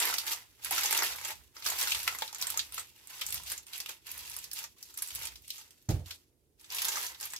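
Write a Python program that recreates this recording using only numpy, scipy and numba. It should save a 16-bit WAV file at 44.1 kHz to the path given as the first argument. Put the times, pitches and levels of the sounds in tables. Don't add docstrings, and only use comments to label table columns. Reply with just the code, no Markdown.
import sys
import numpy as np
from scipy import signal
from scipy.fft import rfft, irfft, next_fast_len
from scipy.io import wavfile
from scipy.ndimage import uniform_filter1d
from numba import njit

SR = 44100
rng = np.random.default_rng(int(sys.argv[2]) if len(sys.argv) > 2 else 0)


def materialize(psi):
    bounded = np.clip(np.atleast_2d(psi).T, -1, 1)
    quanta = np.round(bounded * 32767).astype(np.int16)
    wavfile.write(sys.argv[1], SR, quanta)


def natural_amplitude(level_db):
    exponent = np.asarray(level_db, float) / 20
    return 10 ** exponent


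N = 325899

# (frequency [Hz], density [dB per Hz])
AIR_SPECTRUM = [(15, -49), (25, -15), (43, 6), (137, 1), (190, -8), (256, -2.5), (309, -0.5), (363, 0.5),
                (1200, -27), (2700, -32), (5000, -27.5), (12500, -20.5), (16000, -34)]
# (frequency [Hz], likeness [-1 to 1])
PORT_LIKENESS = [(60, 0.58), (300, 0.78), (700, 0.36), (1400, .05), (15000, .02)]
# (frequency [Hz], left minus right [dB])
PORT_TILT = [(60, -7.5), (300, -1.5), (650, -3.5), (1300, -3), (5000, -0.5), (10000, -3)]
# (frequency [Hz], t60 [s])
KITCHEN_T60 = [(100, 0.26), (500, 0.15), (1000, 0.14), (2000, 0.11), (8000, 0.13), (16000, 0.045)]
# (frequency [Hz], level [dB])
SHAKE_SPECTRUM = [(25, -27), (40, -14), (60, 7), (85, -1), (120, -2.5), (170, -11), (300, -21.5)]
# (fully on [s], hold [s], level [dB], letting go [dB per s])
LEANS = [(0.0, .3, -68.5, 23), (.65, 0.76, -63.5, 100), (1.64, 0.31, -65, 46), (1.96, 0.043, -58, 59),
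         (2.41, 0.21, -63.5, 30), (3.32, 0.039, -54, 90), (3.47, 0.07, -67.5, 90), (3.82, 0.035, -69.5, 77),
         (4.12, 0.053, -61.5, 22), (5.15, 0.07, -57.5, 64.5), (5.34, 0.053, -73, 81),
         (6.15, 0.027, -87, 54.5), (6.7, 0.41, -69.5, 19)]
# (frequency [Hz], level [dB], t60 [s])
HOB_MODES = [(59.6, 6.5, 0.25), (84.7, 0, 0.33), (101.5, 2, 0.28), (122.5, 7.5, 0.13), (142.6, 5, .18),
             (159, -11, .18), (184, -5, 0.21),
             (273, -22, 0.19), (303, -7, 0.24), (316, -4, 0.22), (350, -19, .2), (388, -14, 0.33),
               (451, -15, 0.21), (490, -21, .25), (585, -17, 0.21), (630, -23, 0.27), (727, -7, 0.15),
               (800, -24, .25), (860, -25, .15), (1114, -29, .2)]
# (frequency [Hz], level [dB])
RATTLE_SPECTRUM = [(60, -15), (150, -2), (215, -15), (300, -9), (600, -12), (800, -15), (1000, -26),
                   (4000, -28), (15000, -34)]
# (time [s], level [dB], contact [ms])
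BLOWS = [
    (5.8867, -29, 0.58),
    (5.8956, -24.5, 0.89),
    (5.942, -37.5, 4.3),
    (5.992, -45.5, 0.58),
]
# (frequency [Hz], density [dB per Hz])
FOIL_SPECTRUM = [(880, -55), (1500, -20), (2240, -1.5), (2550, 1), (6950, -2), (9490, -4), (12700, 1),
                 (15500, -2), (16000, -15), (16500, -61.5)]
# (frequency [Hz], level [dB])
FOLD_SPECTRUM = [(150, -56.5), (230, -18.5), (420, -8), (620, -9.5), (870, -1.5), (1050, -1), (1500, -1.5),
                 (2200, 1), (3200, -24.5)]
# (fully on [s], hold [s], small creases [dB], letting go [dB per s])
GRIPS = [(0.0, 0.0067, -26, 77), (.27, 0.055, -34, 286), (.59, .05, -57.5, 98), (.65, 0.022, -38, 200),
         (.72, 0.32, -32, 90), (1.25, 0.052, -38, 346), (1.56, .09, -50, 198), (1.66, 0.017, -32, 67),
         (1.79, 0.027, -31, 40), (2.07, 0.0098, -38, 187), (2.21, 0.034, -60, 117), (2.4, 0.13, -41.5, 75),
         (2.74, 0.061, -44, 179), (2.96, 0.12, -56, 97), (3.1, 0.19, -47.5, 100), (3.2, 0.051, -52, 138),
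         (3.29, 0.083, -44, 229), (3.465, .03, -42, 202), (3.51, 0.009, -37.5, 258),
         (3.675, .05, -53.5, 153), (3.735, 0.025, -42.5, 116), (3.893, 0.007, -41.5, 324),
         (4.07, 0.32, -46, 90), (4.565, 0.026, -39, 238), (4.78, 0.17, -56, 97.5), (4.98, 0.14, -48, 55.5),
         (5.16, 0.076, -42.5, 175.5), (5.5, 0.085, -47, 163), (5.44, .04, -58, 100),
         (5.71, 0.13, -67.5, 51), (5.893, 0.026, -65, 250), (6.065, 0.032, -51, 200),
         (6.105, 0.012, -49.5, 302)]
# (fully on [s], hold [s], small creases [dB], letting go [dB per s])
REACHES = [
    (6.602, 0.099, -59.5, 100),
    (6.721, 0.099, -37, 100),
    (6.82, 0.23, -37.5, 175),
    (7.21, 0.039, -44.5, 110),
    (7.3, 0.097, -60.5, 100),
]
# (time [s], folds against small creases [dB], body of the fizz [dB])
SLACK = [(0.0, -10, .1), (.7, -10.5, -0.2), (1.35, -8.5, -0.5), (2.0, -13, -3), (2.5, -8, -1),
         (2.95, -16.5, 1.5), (3.12, -9.5, .1), (3.4, -13.5, -8), (3.8, -11.5, 3), (4.6, -13, -3),
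         (4.8, -16, -3), (4.95, -13.5, -17), (5.3, -9.5, 5), (5.43, -36, -13), (5.56, -25, -2),
         (5.61, -12.5, -11), (6.7, -13, .1), (7.15, -7, -9), (7.39, -13.5, 6)]
# (time [s], peak [dB],
# brightness [dB])
SINGLE_CREASES = [(.3317, -24.5, 8), (.646, -24, 6), (.7085, -23, 6), (1.7009, -21, 15), (1.7879, -24.5, 13),
                  (1.8035, -29, 25.5), (1.8127, -16.5, 35), (2.414, -22.5, 15), (2.424, -22.5, 4),
                  (2.5019, -19.5, 17), (2.5741, -19, 10.5), (2.7438, -29.5, 17), (3.0726, -36.5, 33),
                  (3.2644, -23.5, 33), (3.287, -30, 12), (3.5, -27, 16), (3.779, -31, 25), (4.0683, -30, 25),
                  (4.1157, -26.5, 40), (4.178, -33, 29), (4.365, -26, 36), (4.3874, -31, 24), (4.514, -31.5, 10),
                  (4.5324, -27.5, 21), (4.789, -56, 33), (4.827, -32, 34), (4.9744, -29.5, 14), (5.0215, -25, 3.5),
                  (5.074, -30.5, 27), (5.1565, -25.5, 35),
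                  (0.0, -19, -3), (0.1834, -19.5, 3), (0.267, -26, 30), (0.748, -30.5, 8), (0.9754, -18.5, 9.5),
          (1.063, -27, -1), (1.2486, -28.5, -5), (1.828, -21, 9), (1.918, -23, -7), (1.9471, -23, -22),
          (2.187, -27.5, 3), (2.2777, -36.5, -10), (2.4692, -25, 4), (2.593, -25, -15), (2.7227, -36, -2),
          (3.304, -28, 8), (3.343, -25, 8), (3.6667, -44.5, -2), (3.733, -35.5, 0), (3.802, -26.5, 5),
          (5.15, -28, 17), (5.2532, -28, 0), (5.271, -28.5, 7), (5.444, -53, -8), (5.479, -39.5, 3),
          (5.5803, -40.5, -7), (5.707, -47.5, -1), (6.1081, -34.5, -12),
                  (6.596, -55, 9), (6.643, -47, -26), (6.7027, -37, -10), (6.733, -34, 0), (6.7464, -28, 9),
                  (6.7848, -31.5, -11), (6.8194, -18.5, 21.5), (6.845, -26.5, 3), (6.8516, -20.5, 5.5),
                  (6.884, -21.5, -2.5), (6.98, -30, 18), (7.0267, -32, 15), (7.036, -27, 18),
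                  (7.0654, -26.5, 6), (7.1454, -45.5, -14), (7.2102, -28.5, 20.5), (7.228, -31, -5.5),
                  (7.254, -28, 11), (7.3026, -38, 21), (7.322, -38, 25),
                  (0.8093, -23, 12), (0.948, -22, 7), (0.987, -30, 12), (1.6876, -25, 12), (2.3276, -37.5, -3),
          (2.383, -33, 16), (3.3574, -32, 12), (3.5184, -23.5, 13), (4.1904, -34.5, 15), (4.2662, -40, 15),
          (4.298, -32, 10), (4.5723, -36, 9), (4.9408, -40, 10), (4.9954, -46, 12), (5.42, -52, 10),
          (5.796, -63, 12), (5.907, -30.5, 15), (6.6112, -48, 7), (6.888, -26, 12), (6.9454, -30, 19),
          (7.2004, -35, 17), (7.308, -39, 19)]
# (time [s], peak [dB])
FURTHER_CREASES = [(0.8336, -23.5), (1.1593, -32), (1.2125, -46), (1.566, -58), (2.0307, -30.5), (2.2098, -34),
                   (2.3972, -47), (2.7947, -31), (3.2112, -30.5), (3.3773, -31.5), (3.435, -37), (3.462, -43),
                   (3.578, -33), (3.8599, -31), (4.417, -47), (4.4414, -33), (4.9868, -34), (5.085, -34),
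                   (5.105, -34.5), (5.142, -40), (5.824, -56), (6.06, -43)]
# (time [s], peak [dB], fold
# pitch [Hz], fold level [dB])
POPS = [(.0232, -27.5, 2240, -20), (0.0537, -21.5, 1740, -10.5), (0.0993, -40.5, 893, 11.5),
        (0.1401, -24, 2820, -1.5), (0.276, -33, 2360, -12), (0.7125, -32, 806, 2.5), (.7799, -25, 1340, -2),
        (0.8217, -30, 2180, 2), (.858, -23, 2090, -9.5), (0.909, -21.5, 2160, -3.5),
        (0.9259, -19.5, 2320, -1.5), (0.9993, -32.5, 2300, 2.5), (1.0219, -27, 1640, 5),
        (1.032, -24.5, 1830, -8), (1.6619, -23, 1540, -7.5), (1.8727, -27, 1450, -4),
        (2.077, -19.5, 1350, -3.5), (2.1483, -36.5, 2060, 3.5), (2.221, -28.5, 870, 0.5),
        (2.3473, -32.5, 1300, -9), (2.7796, -29.5, 1280, 0.5), (3.215, -27, 2200, -12.5),
        (3.892, -36, 2520, 0.5), (4.091, -42.5, 2370, -1.5), (4.64, -33.5, 2500, -2.5),
        (5.3564, -43.5, 2140, -11), (5.504, -30, 2700, -31), (3.324, -28.5, 2700, -15),
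        (7.3624, -31.5, 2500, -21), (5.8894, -35, 727, -0.5), (6.721, -37, 2400, -8),
        (6.9701, -31.5, 1220, 1), (7.335, -31.5, 2010, -2)]
# (time [s], peak [dB], fold pitch [Hz])
DENTS = [(0.127, -29, 1290), (0.279, -37.5, 2320), (0.659, -35, 1370), (0.848, -31, 850),
         (0.989, -22, 2260), (1.122, -35, 2550), (1.184, -36, 2230), (1.213, -33.5, 2160),
         (1.227, -39, 2160), (1.304, -36.5, 875), (1.316, -37.5, 867), (1.566, -39, 1350),
         (1.623, -37, 2480), (1.721, -32.5, 864), (1.818, -29.5, 2050), (1.977, -40.5, 2600),
         (2.124, -34, 1310), (2.329, -42, 864), (2.358, -38.5, 2160), (2.542, -37.5, 900),
         (3.132, -44, 2300), (3.218, -32, 2180), (3.399, -42, 970), (3.48, -42, 2320), (3.519, -35, 1600),
         (4.062, -59.5, 2440), (4.604, -46.5, 1340), (4.766, -64, 1110), (5.215, -34, 2190),
         (5.237, -40, 1360), (5.32, -43, 2500), (5.544, -52, 1840), (5.589, -51, 1200), (6.101, -49, 1583),
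         (6.706, -44, 2410), (6.918, -37, 1110), (6.957, -27.5, 1570), (7.117, -44, 2300),
         (7.26, -37.5, 2000)]


def evened(x):
    return x / np.sqrt(np.mean(x ** 2) + 1e-20)


def read(points, hz):
    f, value = np.transpose(points)
    return np.interp(np.log(hz + 1), np.log(f + 1), value)


def curve(rows, column):
    rows = np.array(rows)
    return np.interp(np.arange(N) / SR, rows[:, 0], rows[:, column])


def add(mix, s, sound):
    part = mix[:, max(round(s * SR), 0):][:, :sound.shape[1]]
    part += sound[:, :part.shape[1]]


def colour(x, points):
    gain_db = read(points, abs(np.fft.fftfreq(8192, 1 / SR)))
    log_gain = np.log(natural_amplitude(np.maximum(gain_db, -100)))
    taps = np.fft.ifft(np.exp(np.conj(signal.hilbert(log_gain)))).real[:4096]
    return signal.oaconvolve(x, taps[None], axes=1)[:, :x.shape[1]]


def noise(points):
    size = next_fast_len(N)
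    hz = np.fft.rfftfreq(size, 1 / SR)
    a, b = rfft(rng.standard_normal((2, size)))
    same = np.clip(read(PORT_LIKENESS, hz), -1, 1)
    both = np.array([a, same * a + np.sqrt(1 - same ** 2) * b])
    return evened(irfft(both * natural_amplitude(read(points, hz)), size)[:, :N])


def ports(common, own, share):
    share = np.clip(share, 0, 1)
    right_lag = 4
    return share * np.array([common, np.roll(common, right_lag)]) + np.sqrt(1 - share ** 2) * own


def efforts(rows, rise_db_per_s, settle_db, rest_db):
    t = np.arange(0, N / SR + .002, .001)
    s, hold, db, fall = np.transpose(rows)[:, :, None]
    before, after = np.maximum(s - t, 0), np.maximum(t - s - hold, 0)
    settling = natural_amplitude(settle_db - 78 * after)
    level = natural_amplitude(db - rise_db_per_s * before) * (natural_amplitude(-fall * after) + settling)
    return np.interp(np.arange(N) / SR, t, np.sqrt((level ** 2).sum(0) + natural_amplitude(rest_db) ** 2))


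def air():
    return natural_amplitude(-72.5) * noise(AIR_SPECTRUM)


def kitchen_echo(x):
    out = np.zeros((2, N))
    slots = np.arange(80, SR // 4 - 20, 20)
    for k in range(3):
        taps = np.zeros((2, SR // 4))
        places = slots + rng.integers(0, 20, (2, len(slots)))
        np.put_along_axis(taps, places, rng.choice([-1., 1.], (2, len(slots))), 1)
        hz, t, z = signal.stft(taps, SR, nperseg=256)
        decay = natural_amplitude(-60 * t / read(KITCHEN_T60, hz)[:, None])
        tail = signal.istft(z * decay, SR, nperseg=256)[1]
        tail = tail / np.linalg.norm(tail, axis=1)[:, None]
        turn = np.sqrt(2 / 3) * np.cos(2 * np.pi * (3 * np.arange(N) / SR + k / 3))
        out += signal.oaconvolve(x * turn, tail, axes=1)[:, :N]
    return out


def shake():
    press = efforts(LEANS, rise_db_per_s=206, settle_db=-61, rest_db=-82.5)
    return natural_amplitude(2.5) * press * noise(SHAKE_SPECTRUM)


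def thump():
    t, out = np.arange(SR // 2) / SR, np.zeros((2, N))
    ring = np.zeros(len(t))
    for hz, db, t60 in HOB_MODES:
        swell = 1 - np.exp(-t * hz / 0.44)
        ring += natural_amplitude(db - 60 * t / t60) * swell * np.sin(2 * np.pi * hz * t)
    buzz = noise(RATTLE_SPECTRUM)
    buzz_shape = natural_amplitude(-12.5 - 60 * t / 0.25) * (1 - np.exp(-t / 0.0018))
    for s, db, ms in BLOWS:
        push = np.exp(-t[:2000] * 1000 / ms) * t[:2000]
        add(out, s, natural_amplitude(db) * np.convolve(ring, push / push.sum()) * natural_amplitude([[1.1], [-1.1]]))
        add(out, s, natural_amplitude(db) * buzz_shape * buzz[:, round(s * SR):][:, :len(t)])
    return out


def ping(hz, cycles, phase, size):
    t = np.arange(size) / SR
    return np.exp(-t * hz / cycles) * np.sin(2 * np.pi * (hz * t + phase))


@njit
def scatter(at, size, kind, shapes, length):
    out = np.zeros((2, length))
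    for i in range(len(at)):
        for side in range(2):
            for n in range(shapes.shape[2]):
                out[side, at[i] + n] += size[i] * shapes[kind[i], side, n]
    return out


def grains(per_s, spread_db, lo_hz, hi_hz, cycles, smear_s, clump_s, share, count):
    clump = natural_amplitude(2.3 * evened(uniform_filter1d(rng.standard_normal(N), round(clump_s * SR))))
    happens = rng.random(N) < per_s / SR
    size = natural_amplitude(spread_db * np.minimum(rng.exponential(1, N), 4)) * happens * clump
    kind, shapes = rng.integers(0, count, N), []
    for _ in range(count):
        pitches = lo_hz * (hi_hz / lo_hz) ** rng.random(7)
        late = np.round(smear_s * SR * rng.random((3, 7))).astype(int)
        paths = [sum(np.roll(ping(f, cycles, 0, size=900), n) * f for f, n in zip(pitches, path))
                 for path in late]
        shapes.append(ports(paths[0], np.array(paths[1:]), share))
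    at = np.flatnonzero(size)
    return scatter(at, size[at], kind[at], np.array(shapes), N + SR)[:, :N]


def crackle():
    fine = grains(1700, 1.3, 1703, 16170, 1.87, smear_s=.0015, clump_s=.012, share=0.35, count=30)
    folds = grains(900, 2.27, 299.0, 2920, 1.58, smear_s=.00315, clump_s=.012, share=0.74, count=20)
    spits = grains(200, 3.2, 4000, 21000, 3.5, smear_s=.0012, clump_s=.011, share=0.85, count=12)
    fine, spits = evened(colour(fine, FOIL_SPECTRUM)), evened(colour(spits, FOIL_SPECTRUM))
    folds = evened(colour(folds, FOLD_SPECTRUM))
    body = signal.sosfilt(signal.butter(2, 4500, fs=SR, output="sos"), fine)
    fine = fine + (natural_amplitude(curve(SLACK, 2)) - 1) * body
    squeeze = efforts(GRIPS + REACHES, rise_db_per_s=701, settle_db=-22, rest_db=-86)
    return squeeze * (natural_amplitude(-3.5) * fine + natural_amplitude(-19.5) * spits + natural_amplitude(curve(SLACK, 1) - 2.3) * folds)


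def creases():
    rows = [(s, db, -3, hz, fold_db) for s, db, hz, fold_db in POPS]
    dent_fold_db, dent_trim_db = 2, -2.5
    rows += [(s, db - dent_fold_db + dent_trim_db, -14.5, hz, dent_fold_db) for s, db, hz in DENTS]
    plain = SINGLE_CREASES + [(s, db, 4) for s, db in FURTHER_CREASES]
    lo_hz, hi_hz = 1175, 2670
    for (s, db, bright_db), u in zip(plain, rng.random(len(plain))):
        fold_db = -15.5 - 0.24 * bright_db
        rows.append((s, db, bright_db, lo_hz * (hi_hz / lo_hz) ** u, fold_db))
    return rows


def facet(x, place):
    lo_hz, hi_hz, width_hz = 2500, 13350, 1100
    hz = lo_hz * (hi_hz / lo_hz) ** place
    resonance = signal.lfilter(*signal.iirpeak(hz, hz / width_hz, SR), x)
    return evened(x + natural_amplitude(-3) * evened(resonance))


def snaps():
    dull, bright, crunch, rings = 1e-15 * rng.standard_normal((4, 2, N))
    t = np.arange(1500) / SR
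    rise_s, run_s, tail, tail_s = .0006, .002, .26, .008
    rows = creases()
    draws = rng.standard_normal((len(rows), 4, 1500))
    for (s, db, bright_db, hz, fold_db), draw, place in zip(rows, draws, rng.random(len(rows))):
        s = s - rise_s
        lean = natural_amplitude(bright_db + 1.0)
        ragged = natural_amplitude(3.2 * evened(uniform_filter1d(draw[3], 25)))
        fall = np.exp(-t * lean ** 0.2 / run_s) + tail * np.exp(-t * lean ** 0.16 / tail_s)
        shape = ragged * (1 - np.exp(-t / rise_s)) ** 2 * fall
        shape = shape / uniform_filter1d(shape, 44).max()
        ticks = natural_amplitude(db + 2.5) * facet(ports(draw[0], draw[1:3], 0.58), place) * shape
        add(dull, s, ticks / np.sqrt(0.71 + 2.0 * lean ** 2))
        add(bright, s, ticks * lean / np.sqrt(0.38 + 2.26 * lean ** 2))
        add(crunch, s, natural_amplitude(fold_db + 4.0) * ticks)
        ring = [ping(hz, 4.5, phase, size=1500) for phase in draw[:3, 0]]
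        ring = (1 - np.exp(-t / 0.00049)) * ports(ring[0], np.array(ring[1:]), 1.0)
        add(rings, s, natural_amplitude(db + fold_db) * ring)
    low, high = (signal.butter(2, 6400, kind, fs=SR, output="sos") for kind in ("low", "high"))
    ticking = signal.sosfilt(low, dull) - signal.sosfilt(high, bright)
    return colour(ticking, FOIL_SPECTRUM) + colour(crunch, FOLD_SPECTRUM) + rings


def scene():
    foil = crackle() + snaps()
    move, left_lag = round(6.4 * SR), 12
    foil[0, move:] = np.roll(foil[0], left_lag)[move:]
    return foil + natural_amplitude(-4.5) * kitchen_echo(foil) + thump() + shake() + air()


def roll_off(x):
    return signal.sosfilt(signal.butter(12, 16620, fs=SR, output="sos"), x)


def record(dry):
    size = next_fast_len(N)
    hz = np.fft.rfftfreq(size, 1 / SR)
    tilt_db = read(PORT_TILT, hz) / 2
    top = 1 / (1 + (hz / 16000) ** 80)
    dry = signal.sosfilt(signal.butter(3, 48, "high", fs=SR, output="sos"), dry)
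    mix = irfft(rfft(dry, size) * top * natural_amplitude(np.array([tilt_db, -tilt_db])), size)[:, :N]
    return roll_off(mix)


dry = scene()
out = record(dry)
materialize(out)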